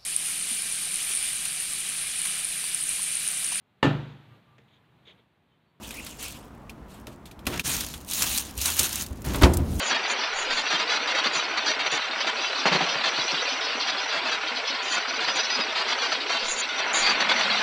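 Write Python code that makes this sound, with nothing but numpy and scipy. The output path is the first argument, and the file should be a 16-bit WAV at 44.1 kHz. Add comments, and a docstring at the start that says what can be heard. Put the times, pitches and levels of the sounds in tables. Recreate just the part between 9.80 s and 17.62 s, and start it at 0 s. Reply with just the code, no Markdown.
"""Refuse truck lowering a cart

A diesel clatters in a residential street while oil hisses through the valves of the truck's arm.
The clatter swells in short rough surges under a metallic shimmer; a thin high hiss comes and goes.
The hollow wheelie cart bumps onto the road and rocks, the arm folds against its latch,
and at the end the engine picks up."""
import sys
import numpy as np
from scipy import signal
from scipy.fft import rfft, irfft, next_fast_len
from scipy.io import wavfile

SR = 44100
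rng = np.random.default_rng(int(sys.argv[2]) if len(sys.argv) > 2 else 0)


def output_pcm(signal):
    """Save a mono or channel-first signal as 16-bit PCM at the path in sys.argv[1].

    Samples are clipped to [-1, 1] before scaling.
    """
    pcm = np.clip(np.atleast_2d(signal).T, -1, 1) * 32767
    wavfile.write(sys.argv[1], SR, np.round(pcm).astype(np.int16))


N = 344862
TIME = np.arange(N) / SR

# Engine speed. Each row: time in seconds, firings per second.
ENGINE_SPEED = [(0, 35.9), (1.2, 35.6), (2.8, 35.1), (3.7, 36.8), (4.5, 34.6), (5.4, 36.3), (6.3, 34.6),
                (6.9, 39.5), (7.3, 42.0), (7.82, 45.0)]
# Engine load, heard as clatter, and oil flow, heard as hiss. Each row: time in seconds, level in dB.
ENGINE_LOAD = [(0.0, -28.5), (0.85, -30.5), (1.15, -29), (2.77, -30.5), (3.01, -28), (3.55, -30),
               (4.29, -30), (4.62, -31), (6.23, -30), (6.93, -34.5), (7.02, -29), (7.27, -25.5),
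               (7.82, -25)]
OIL_FLOW = [(0.0, -33), (0.37, -36.5), (1.0, -33.5), (2.7, -33), (2.94, -33), (3.5, -31.5), (4.6, -35),
            (5.55, -35), (6.75, -33.5), (7.1, -37.5), (7.32, -32), (7.82, -27.5)]

# EQ curves that colour each layer. Each row: frequency in Hz, relative level in dB.
EXHAUST_EQ = [(90, -18), (140, -19.5), (185, -7.5), (240, 7.5), (320, 1), (420, 11.5), (600, 16),
              (1000, -26.5)]
PANEL_EQ = [(140, -35), (200, -5), (255, 1.5), (360, 2.5), (480, 6.5), (580, 5), (800, -17)]
COVER_EQ = [(300, -21), (500, 1), (800, -5.5), (1400, 3), (2500, 2.5), (3500, -10)]
CLATTER_EQ = [(250, -55), (420, -5.5), (550, -5), (700, -2), (1050, -0.5), (1200, -2), (1500, -1),
              (1800, -3), (2600, 0), (3500, -6.5), (5000, -62.5)]
OIL_EQ = [(1800, -21), (2800, -14.5), (3500, 2.5), (4400, 3), (5000, -11.5), (5450, 2), (6200, -26),
          (6500, -13.5), (8500, -22), (10000, -79.5)]
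THIN_HISS_EQ = [(5000, -39), (6400, 11), (6700, 13.5), (7200, 16), (7500, -29), (8500, -40), (8850, 4.5),
                (9500, -10.5), (10000, -43)]
FLUTTER_EQ = [(15, 26), (35, -9), (60, -12), (120, -31), (300, -29)]
STREET_EQ = [(20, 9), (60, 9.5), (130, 6.5), (300, -3.5), (1000, -16)]
SURGE_EQ = [(100, -33), (170, -33), (300, 1.5), (700, -2.5), (1450, -17.5), (1900, -17), (4000, 3.5),
            (4900, 2), (5450, -9), (6100, -18), (6500, -5.5), (8500, -22), (10000, -32.5)]
CRACK_EQ = [(150, -17), (300, -1), (800, -3), (1500, -5.5), (3000, -6), (4800, -20), (6500, -9)]

# Resonances of the engine block, oil valves, exhaust pipe and revving engine.
# Each row: pitch in Hz, width in Hz, relative level in dB.
BLOCK_RESONANCES = [(668, 30, -3), (783, 16, -4), (980, 24, -1), (1385, 50, -4), (1470, 60, -1)]
VALVE_RESONANCES = [(4950, 170, 1), (5830, 110, 3), (5975, 55, 4)]
PIPE_RESONANCE = [(214, 80, 0)]
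ROAR_RESONANCES = [(673, 16, -1), (994, 35, 3.5), (1466, 97, 2.5), (2106, 160, 3.5), (2520, 37, -2)]
# Steady tones of the engine block. Each row: pitch in Hz, level in dB.
BLOCK_TONES = [(785, -51), (985, -54)]
# Modes of the hollow cart and truck body, and of the steel latch.
# Each row: pitch in Hz, relative level in dB, seconds to fade by 60 dB.
BODY_MODES = [(187, -22, 0.075), (318, -9, 0.1), (441, -9, 0.14), (591, -1, 0.2), (680, -4, .08),
              (764, -1, 0.11), (867, -3, .11), (921, -3, .08), (1034, -5, .08), (1217, -4, 0.09),
              (1362, -2, 0.08)]
LATCH_MODES = [(2560, -8, .12), (3480, -8, .16), (3780, -7, 0.14), (4880, -3, 0.08), (5010, -3, 0.1),
               (5800, -11.5, 0.066), (5975, -5, 0.096)]

# Bursts of thin high hiss, rough surges of the clatter, and brighter glints in the shimmer.
# Each row: start in seconds, length in seconds, level in dB.
HISS_BURSTS = [(0, 0.11, -42.5), (0.279, 0.058, -44), (0.535, 0.29, -46.5), (1.523, 0.084, -42.5),
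               (2.114, 0.063, -40), (5.027, 0.13, -45.5), (5.555, 0.024, -37), (6.633, 0.18, -37.5),
               (7.131, 0.21, -39)]
CLATTER_SURGES = [(0.097, 0.039, -27.5), (0.145, 0.023, -28), (0.3, 0.025, -30.5), (0.702, 0.036, -28),
                  (0.77, 0.033, -27), (0.903, 0.064, -27), (0.995, 0.039, -30), (1.092, 0.086, -28),
                  (1.272, 0.053, -29), (1.348, 0.056, -27), (1.437, 0.038, -27.5), (1.547, 0.056, -29.5),
                  (1.77, 0.02, -27.5), (1.859, 0.061, -26), (1.991, 0.032, -29), (2.059, 0.022, -29.5),
                  (2.119, 0.061, -29), (2.466, 0.036, -27), (2.863, 0.022, -25), (2.923, 0.042, -26.5),
                  (3.237, 0.056, -26.5), (4.074, 0.035, -31.5), (4.323, 0.073, -30.5),
                  (4.452, 0.049, -30.5), (4.514, 0.044, -29.5), (5.12, 0.07, -28.5), (5.403, 0.049, -30),
                  (5.476, 0.034, -30.5), (5.552, 0.06, -30.5), (5.753, 0.064, -33), (5.955, 0.072, -29),
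                  (6.081, 0.054, -28.5), (6.217, 0.048, -29), (6.315, 0.024, -29), (6.495, 0.083, -27.5),
                  (6.979, 0.03, -30), (7.139, 0.14, -28.5), (7.263, 0.06, -25.5), (7.402, 0.026, -25.5),
                  (7.49, 0.034, -23), (7.593, 0.022, -26)]
GLINTS = [(.385, 0.091, -35.5), (1.635, 0.022, -36), (2.403, 0.028, -31.5), (2.785, 0.023, -30.5),
          (3.085, 0.056, -31.5), (3.39, 0.056, -41), (3.51, 0.084, -36.5), (3.6, 0.054, -36),
          (3.67, 0.07, -35.5), (3.807, 0.066, -32.5), (3.895, 0.044, -36), (3.997, 0.033, -29),
          (4.068, 0.039, -30.5), (4.18, 0.025, -31.5), (4.28, 0.038, -35), (4.65, 0.045, -45),
          (4.75, 0.058, -41), (4.867, 0.043, -30), (4.945, 0.033, -35.5), (5.28, 0.024, -34.5),
          (5.63, 0.028, -29.5), (6.59, 0.098, -36)]
# Hard metal-on-metal hits. Each row: start in seconds, level in dB.
ARM_CLANKS = [(0.105, -29), (0.296, -25.5), (0.434, -25.5), (0.707, -30), (0.996, -26), (1.133, -27),
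              (1.385, -25), (1.442, -25), (1.464, -22.5), (1.552, -26), (1.775, -26.5), (1.787, -27),
              (2.004, -27.5), (2.06, -24.5), (2.174, -28), (2.404, -25), (2.47, -27), (3.262, -30),
              (5.483, -25), (5.567, -25), (5.59, -24), (5.7, -24), (5.803, -31), (6.319, -25), (6.998, -27),
              (7.1, -34), (7.404, -26), (7.512, -21), (7.607, -24)]
# Knocks of cart and arm; the cart lands and rocks from 2.86 s.
# Each row: start in seconds, level in dB, pitch of the booming wall in Hz.
HOLLOW_KNOCKS = [(0.112, -27.5, 260), (0.934, -30, 172), (1.457, -26, 236), (1.555, -34, 154),
                 (2.124, -32, 141), (2.855, -14.5, 190), (2.917, -21, 181), (2.949, -23, 162),
                 (3.008, -22.5, 161), (3.145, -30, 151), (3.377, -29, 140), (3.529, -29, 173),
                 (4.363, -36, 178), (5.468, -37, 170), (5.548, -38.5, 185), (5.789, -26, 225)]
# The cart's plastic sides on landing. 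Each row: start in seconds, pitch in Hz, peak level in dB.
SIDE_RINGS = [(2.854, 630, -20.5), (2.854, 810, -18), (2.858, 325, -26), (2.872, 920, -26),
              (2.909, 172, -31), (2.943, 175, -27.5), (3.005, 771, -21), (3.022, 175, -35)]
# Squeals of the arm's pivots. Each row: start in seconds, length in seconds, pitch in Hz, level in dB.
PIVOT_SQUEALS = [(2.956, 0.025, 4240, -31), (4.456, 0.027, 4200, -31), (7.224, 0.098, 4600, -26),
                 (7.696, 0.021, 4300, -26)]
# The folding arm strikes and scrapes its latch.
# Each row: start in seconds, length in seconds, level in dB, pitch in Hz below which modes ring.
LATCH_HITS = [(5.476, .03, -30, 5300), (5.587, 0.017, -28, 6500), (5.698, .03, -30, 6500),
              (5.735, .03, -32, 6500), (5.796, .025, -29, 5300)]


def from_db(db):
    """Decibels to gain."""
    return 10 ** (np.asarray(db) / 20)


def unit_power(x):
    """Scale to an RMS of one."""
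    return x / np.sqrt(np.mean(x ** 2) + 1e-20)


def curve(rows):
    """Glide through (seconds, value) points, sample by sample."""
    return np.interp(TIME, *np.transpose(rows))


def white():
    """Fresh white noise."""
    return rng.standard_normal(N)


def butter(x, order, hz, kind):
    """Low-, high- or band-pass filter."""
    return signal.sosfilt(signal.butter(order, hz, kind, fs=SR, output="sos"), x)


def colour(x, eq):
    """Shape a sound with an EQ curve, rolling off past its ends; unit power."""
    size = next_fast_len(N)
    hz, level_db = np.transpose(eq)
    bin_hz = np.arange(size // 2 + 1) * SR / size + 1
    gain = from_db(np.interp(np.log(bin_hz), np.log(hz), level_db))
    skirts = np.minimum(1, bin_hz / hz[0]) ** 2 * np.minimum(1, hz[-1] / bin_hz) ** 2
    return unit_power(irfft(rfft(x, size) * gain * skirts, size)[:N])


def resonate(x, resonances):
    """Parallel resonances driven by one signal; unit power."""
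    out = 0
    for hz, width_hz, db in resonances:
        r = np.exp(-np.pi * width_hz / SR)
        poles = [1, -2 * r * np.cos(2 * np.pi * hz / SR), r * r]
        out += from_db(db) * signal.lfilter([1 - r, 0, r - 1], poles, x)
    return unit_power(out)


def ring(drive, hz, t60):
    """One mode: a unit click sets off a sine of height 1 that fades 60 dB in t60 seconds."""
    r, w = np.exp(-np.log(1000) / (t60 * SR)), 2 * np.pi * hz / SR
    return signal.lfilter([0, np.sin(w)], [1, -2 * r * np.cos(w), r * r], drive + 1e-18)


def gate(rows, edge_s):
    """A soft-edged gain that opens for each (start, length, dB) row."""
    gain = np.zeros(N)
    for s, length, db in rows:
        near = slice(max(0, int((s - edge_s) * SR)), int((s + length + edge_s) * SR))
        inside_s = np.minimum(TIME[near] - s, s + length - TIME[near])
        gain[near] += from_db(db) * np.clip(inside_s / edge_s + .5, 0, 1)
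    return gain


def flicker(per_s, depth_db):
    """A gain that wanders at random: it may sag far, but its swells are capped."""
    steps = np.minimum(rng.standard_normal(4000), .9)
    return from_db(depth_db * np.interp(TIME * per_s, np.arange(len(steps)), steps))


def jangle(low_hz, high_hz, per_s, t60, spread_db, count):
    """Random taps on loose parts, each ringing at its own pitch; unit power."""
    taps = (rng.random(N) < per_s / SR) * rng.choice([-1, 1], N) * from_db(spread_db * white())
    part = rng.integers(0, count, N)
    detune = rng.uniform(-.3, .3, count) * np.log(high_hz / low_hz) / count
    pitches = np.geomspace(low_hz, high_hz, count) * (1 + detune)
    return unit_power(sum(ring(taps * (part == k), hz, t60) for k, hz in enumerate(pitches)))


def clangs(rows, low_hz, high_hz, t60, taps_per_s, strike_db, count, spread_s=.008, settle_t60=.07):
    """Each (start, length, dB) row strikes a fresh set of metallic tones, which chatter on and ring."""
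    out = np.zeros(N + SR)
    age = TIME[:SR // 5]
    shape = (count, len(age))
    for s, length, db in rows:
        taps = (rng.random(shape) < taps_per_s / SR) * (age < length) * rng.choice([-1., 1.], shape)
        strike_at = rng.integers(0, int(spread_s * SR), count)
        taps[np.arange(count), strike_at] += from_db(strike_db) * rng.standard_normal(count)
        pitches = low_hz + (high_hz - low_hz) * (np.arange(count) + rng.random(count)) / count
        tones = sum(ring(drive, hz, t60) for drive, hz in zip(taps, pitches))
        # Once the chatter ends, the ring is choked.
        tones *= from_db(-60 * np.maximum(age - length, 0) / settle_t60)
        rms = np.sqrt(np.sum(tones ** 2) / (length * SR))
        start = int(s * SR)
        out[start:start + len(age)] += from_db(db) * tones / rms
    return butter(out[:N], 3, [low_hz / 2, 6500], "band")


def firing(decay_strokes, depth, uneven_db):
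    """The engine's pulse: six cylinders knock in turn, each with its own strength, and die away."""
    phase = np.cumsum(curve(ENGINE_SPEED)) / SR
    stroke = phase.astype(int)
    unevenness = rng.standard_normal(6)[stroke % 6] + rng.standard_normal(1000)[stroke]
    decay = np.exp(-(phase % 1) / decay_strokes)
    return unit_power(1 + depth * from_db(uneven_db * unevenness) * decay)


def engine(beat, load_db):
    """Firings puff through the exhaust and rattle the tin covers; the panels drum and the block drones."""
    exhaust = from_db(-20) * colour(beat * white(), EXHAUST_EQ)
    drumming = jangle(low_hz=215, high_hz=560, per_s=62, t60=.13, spread_db=2, count=14)
    panels = from_db(-2.27) * colour(drumming, PANEL_EQ)
    tin = jangle(low_hz=612.7, high_hz=2501, per_s=340, t60=.14, spread_db=1, count=40)
    covers = from_db(-6) * colour(beat * tin, COVER_EQ)
    clatter = from_db(-3) * colour(beat * white(), CLATTER_EQ)
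    drone = from_db(-42) * resonate(colour(white(), [(400, 0), (2500, 0)]), BLOCK_RESONANCES)
    idle_load_db = -28.5
    exhaust_db = -42 + .1 * (load_db - idle_load_db)
    return from_db(exhaust_db) * (exhaust + panels) + from_db(load_db) * (clatter + covers) + drone


def hydraulics(oil_db, accents):
    """Oil hisses through the valves, whose narrow ports sing in bursts, louder on the accents."""
    hiss = from_db(oil_db - 11) * colour(white(), OIL_EQ)
    ports = sum(from_db(db) * resonate(white(), [(hz, width, 0)]) * flicker(per_s=27, depth_db=11)
                for hz, width, db in VALVE_RESONANCES)
    singing = butter(unit_power(ports), 12, 6080, "low")
    return hiss + (from_db(oil_db - 12) + from_db(-15) * accents) * singing


def block_hum():
    """Two steady tones of the engine block hum faintly, unsteady in pitch and strength."""
    out = 0
    for hz, db in BLOCK_TONES:
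        wander = 1 + .005 * np.interp(TIME * 10, np.arange(100), rng.standard_normal(100))
        tone = np.sqrt(2) * np.sin(2 * np.pi * hz * np.cumsum(wander) / SR)
        out += from_db(db) * tone * flicker(per_s=8, depth_db=4)
    return out


def shimmer(oil_db, grains_per_s, grain_s, spread_db):
    """A fine, flickering metallic shimmer in the treble rides the oil hiss, with brighter glints."""
    count = int(grains_per_s * TIME[-1])
    starts = (np.arange(count) + rng.random(count)) / grains_per_s
    levels = np.interp(starts, TIME, oil_db) + spread_db * rng.standard_normal(count)
    grains = [(s, grain_s, db) for s, db in zip(starts, levels)]
    sheen = clangs(grains, low_hz=2400, high_hz=4900, t60=.12, taps_per_s=90, strike_db=-1, count=8)
    glints = clangs(GLINTS, low_hz=2900, high_hz=5500, t60=.13, taps_per_s=90, strike_db=-2, count=9)
    return from_db(-3.5) * sheen + from_db(.1) * glints


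def thin_hiss(long_burst_s):
    """A thin high hiss comes and goes, with low flutter under the longer bursts."""
    hiss = gate(HISS_BURSTS, edge_s=.0028) * colour(white(), THIN_HISS_EQ)
    hiss *= flicker(per_s=25, depth_db=12)
    long_bursts = [(s, length, db) for s, length, db in HISS_BURSTS if length > long_burst_s]
    flutter = gate(long_bursts, edge_s=.06) * colour(white(), FLUTTER_EQ)
    return hiss + from_db(-7) * flutter


def street_bed():
    """The street's faint, murky noise floor."""
    return from_db(-66.5) * colour(white(), STREET_EQ)


def clatter_surges(surging):
    """The clatter swells in short rough surges of dense clicks, with a metallic ring on top."""
    grains = white() * from_db(1.5 * white())
    clicks = surging * colour(grains, SURGE_EQ)
    mids = clangs(CLATTER_SURGES, low_hz=600, high_hz=2300, t60=.09, taps_per_s=100, strike_db=0, count=10)
    top = clangs(CLATTER_SURGES, low_hz=2300, high_hz=4750, t60=.14, taps_per_s=90, strike_db=1, count=8)
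    return from_db(-8.5) * clicks + from_db(-2) * mids + from_db(-1) * top


def clanks(stroke_s):
    """Slack in the arm is taken up with one hard stroke that rings briefly over a wide range."""
    strokes = [(s, stroke_s, db) for s, db in ARM_CLANKS]
    return clangs(strokes, low_hz=550, high_hz=4700, t60=.14, taps_per_s=30, strike_db=6,
                  count=20, spread_s=.005)


def knocks(contact_s, crack_t60, crack_db, ring_db):
    """Each blow is a brief chatter of contacts that rings the hollow body and throws out a dull crack."""
    blows, crack = np.zeros(N), np.zeros(N)
    for s, db, _ in HOLLOW_KNOCKS:
        start = int(s * SR)
        age = TIME[:min(N - start, SR)]
        blows[start:start + len(age)] += from_db(db) * np.exp(-age / contact_s)
        crack[start:start + len(age)] += from_db(db + crack_db - 60 * age / crack_t60)
    chatter = blows * white() / np.sqrt(contact_s * SR)
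    hollow = sum(from_db(db + ring_db) * ring(chatter, hz, t60) for hz, db, t60 in BODY_MODES)
    crack *= colour(white(), CRACK_EQ)
    return butter(hollow + crack, 6, [130, 5000], "band")


def boom(s, hz, db, rise_s):
    """A low ring that takes a moment to swing up, then dies away."""
    out, start = np.zeros(N), int(s * SR)
    age = TIME[:min(N - start, SR // 2)]
    swing = from_db(db) * age / rise_s * np.exp(1 - age / rise_s)
    out[start:start + len(age)] = swing * np.sin(2 * np.pi * (hz * age + rng.random()))
    return out


def low_booms(rise_s, limit_db):
    """Every knock booms a wall, up to a limit, and a soft boom sits under each surge of the clatter."""
    walls = sum(boom(s, hz, min(db - 8, limit_db), rise_s) for s, db, hz in HOLLOW_KNOCKS)
    under_surges = sum(boom(s + length / 2, hz=rng.uniform(170, 237), db=db - 20.5, rise_s=rise_s)
                       for s, length, db in CLATTER_SURGES)
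    return butter(walls + under_surges, 6, 125, "high")


def scatter(x, t60, wet_db):
    """The truck's side, hedges and walls scatter a short tail."""
    age = TIME[:SR // 2]
    tail = rng.standard_normal(len(age)) * from_db(-60 * age / t60)
    tail /= np.sqrt(np.sum(tail ** 2))
    return x + from_db(wet_db) * signal.fftconvolve(x, tail)[:N]


def street_echo(x, delay_s, echo_db):
    """A house front sends back one dull slap."""
    dull = butter(x, 2, 3000, "low")
    return x + from_db(echo_db) * np.interp(TIME - delay_s, TIME, dull, left=0)


def cart_sides(rise_s):
    """The cart's plastic sides ring hollowly as it lands and rocks."""
    rings = sum(boom(s, hz, db, rise_s) for s, hz, db in SIDE_RINGS)
    return butter(rings, 4, 135, "high")


def squeals(width_hz):
    """A dry pivot squeals briefly in one narrow band."""
    out = 0
    for s, length, hz, db in PIVOT_SQUEALS:
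        band = [(hz, width_hz, 0)]
        out += gate([(s, length, db)], edge_s=.016) * resonate(resonate(white(), band), band)
    return out


def latch():
    """Steel chatters on steel, ringing the latch's modes; only the brighter hits reach the top ones."""
    out = 0
    for hz, db, t60 in LATCH_MODES:
        hits = [hit for *hit, top_hz in LATCH_HITS if hz < top_hz]
        contact = gate(hits, edge_s=.004) * white()
        even_power = np.sqrt(4 * np.log(1000) / (t60 * SR))  # a long ring builds up no louder
        out += from_db(db) * even_power * ring(contact, hz, t60)
    return butter(out, 6, [2500, 6200], "band")


def revving(beat, load_db, full_load_db, full_firings_per_s):
    """Load rouses a rough, low resonance of the exhaust pipe; near full speed the engine roars."""
    pipe = resonate(resonate(beat * white(), PIPE_RESONANCE), PIPE_RESONANCE)
    pipe_db = -39.5 + 3.9 * (load_db - full_load_db)
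    roar = resonate(colour(beat * white(), [(600, 0), (2600, 0)]), ROAR_RESONANCES)
    roar_db = -34.5 + 1.9 * np.minimum(curve(ENGINE_SPEED) - full_firings_per_s, 0)
    return from_db(pipe_db) * pipe + from_db(roar_db) * roar


def scene():
    """Truck, cart and street in mono; only the knocks and the cart's sides get the street's echoes."""
    load_db = curve(ENGINE_LOAD)
    oil_db = curve(OIL_FLOW) + 3.5 + 20 * np.log10(flicker(per_s=6.9, depth_db=1.94))
    beat = firing(decay_strokes=.3, depth=.75, uneven_db=2.2)
    surging = gate(CLATTER_SURGES, edge_s=.0031)
    truck = engine(beat, load_db) + revving(beat, load_db, full_load_db=-24, full_firings_per_s=40.1)
    truck += clatter_surges(surging) + clanks(stroke_s=.009) + block_hum()
    truck += low_booms(rise_s=.0062, limit_db=-33)
    treble = hydraulics(oil_db, accents=surging + gate(GLINTS, edge_s=.01))
    treble += shimmer(oil_db, grains_per_s=21, grain_s=.04, spread_db=1.2)
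    treble += squeals(width_hz=240) + latch()
    cart = knocks(contact_s=.006, crack_t60=.21, crack_db=-1, ring_db=-9) + cart_sides(rise_s=.0065)
    cart = street_echo(scatter(cart, t60=.4, wet_db=-10), delay_s=.068, echo_db=-13)
    return (truck + treble + cart + thin_hiss(long_burst_s=.14) + street_bed())[None]


def record(dry):
    """A steep high cut at 10150 Hz."""
    return signal.sosfilt(signal.ellip(12, .1, 95, 10150, fs=SR, output="sos"), dry)


dry = scene()
out = record(dry)
output_pcm(out)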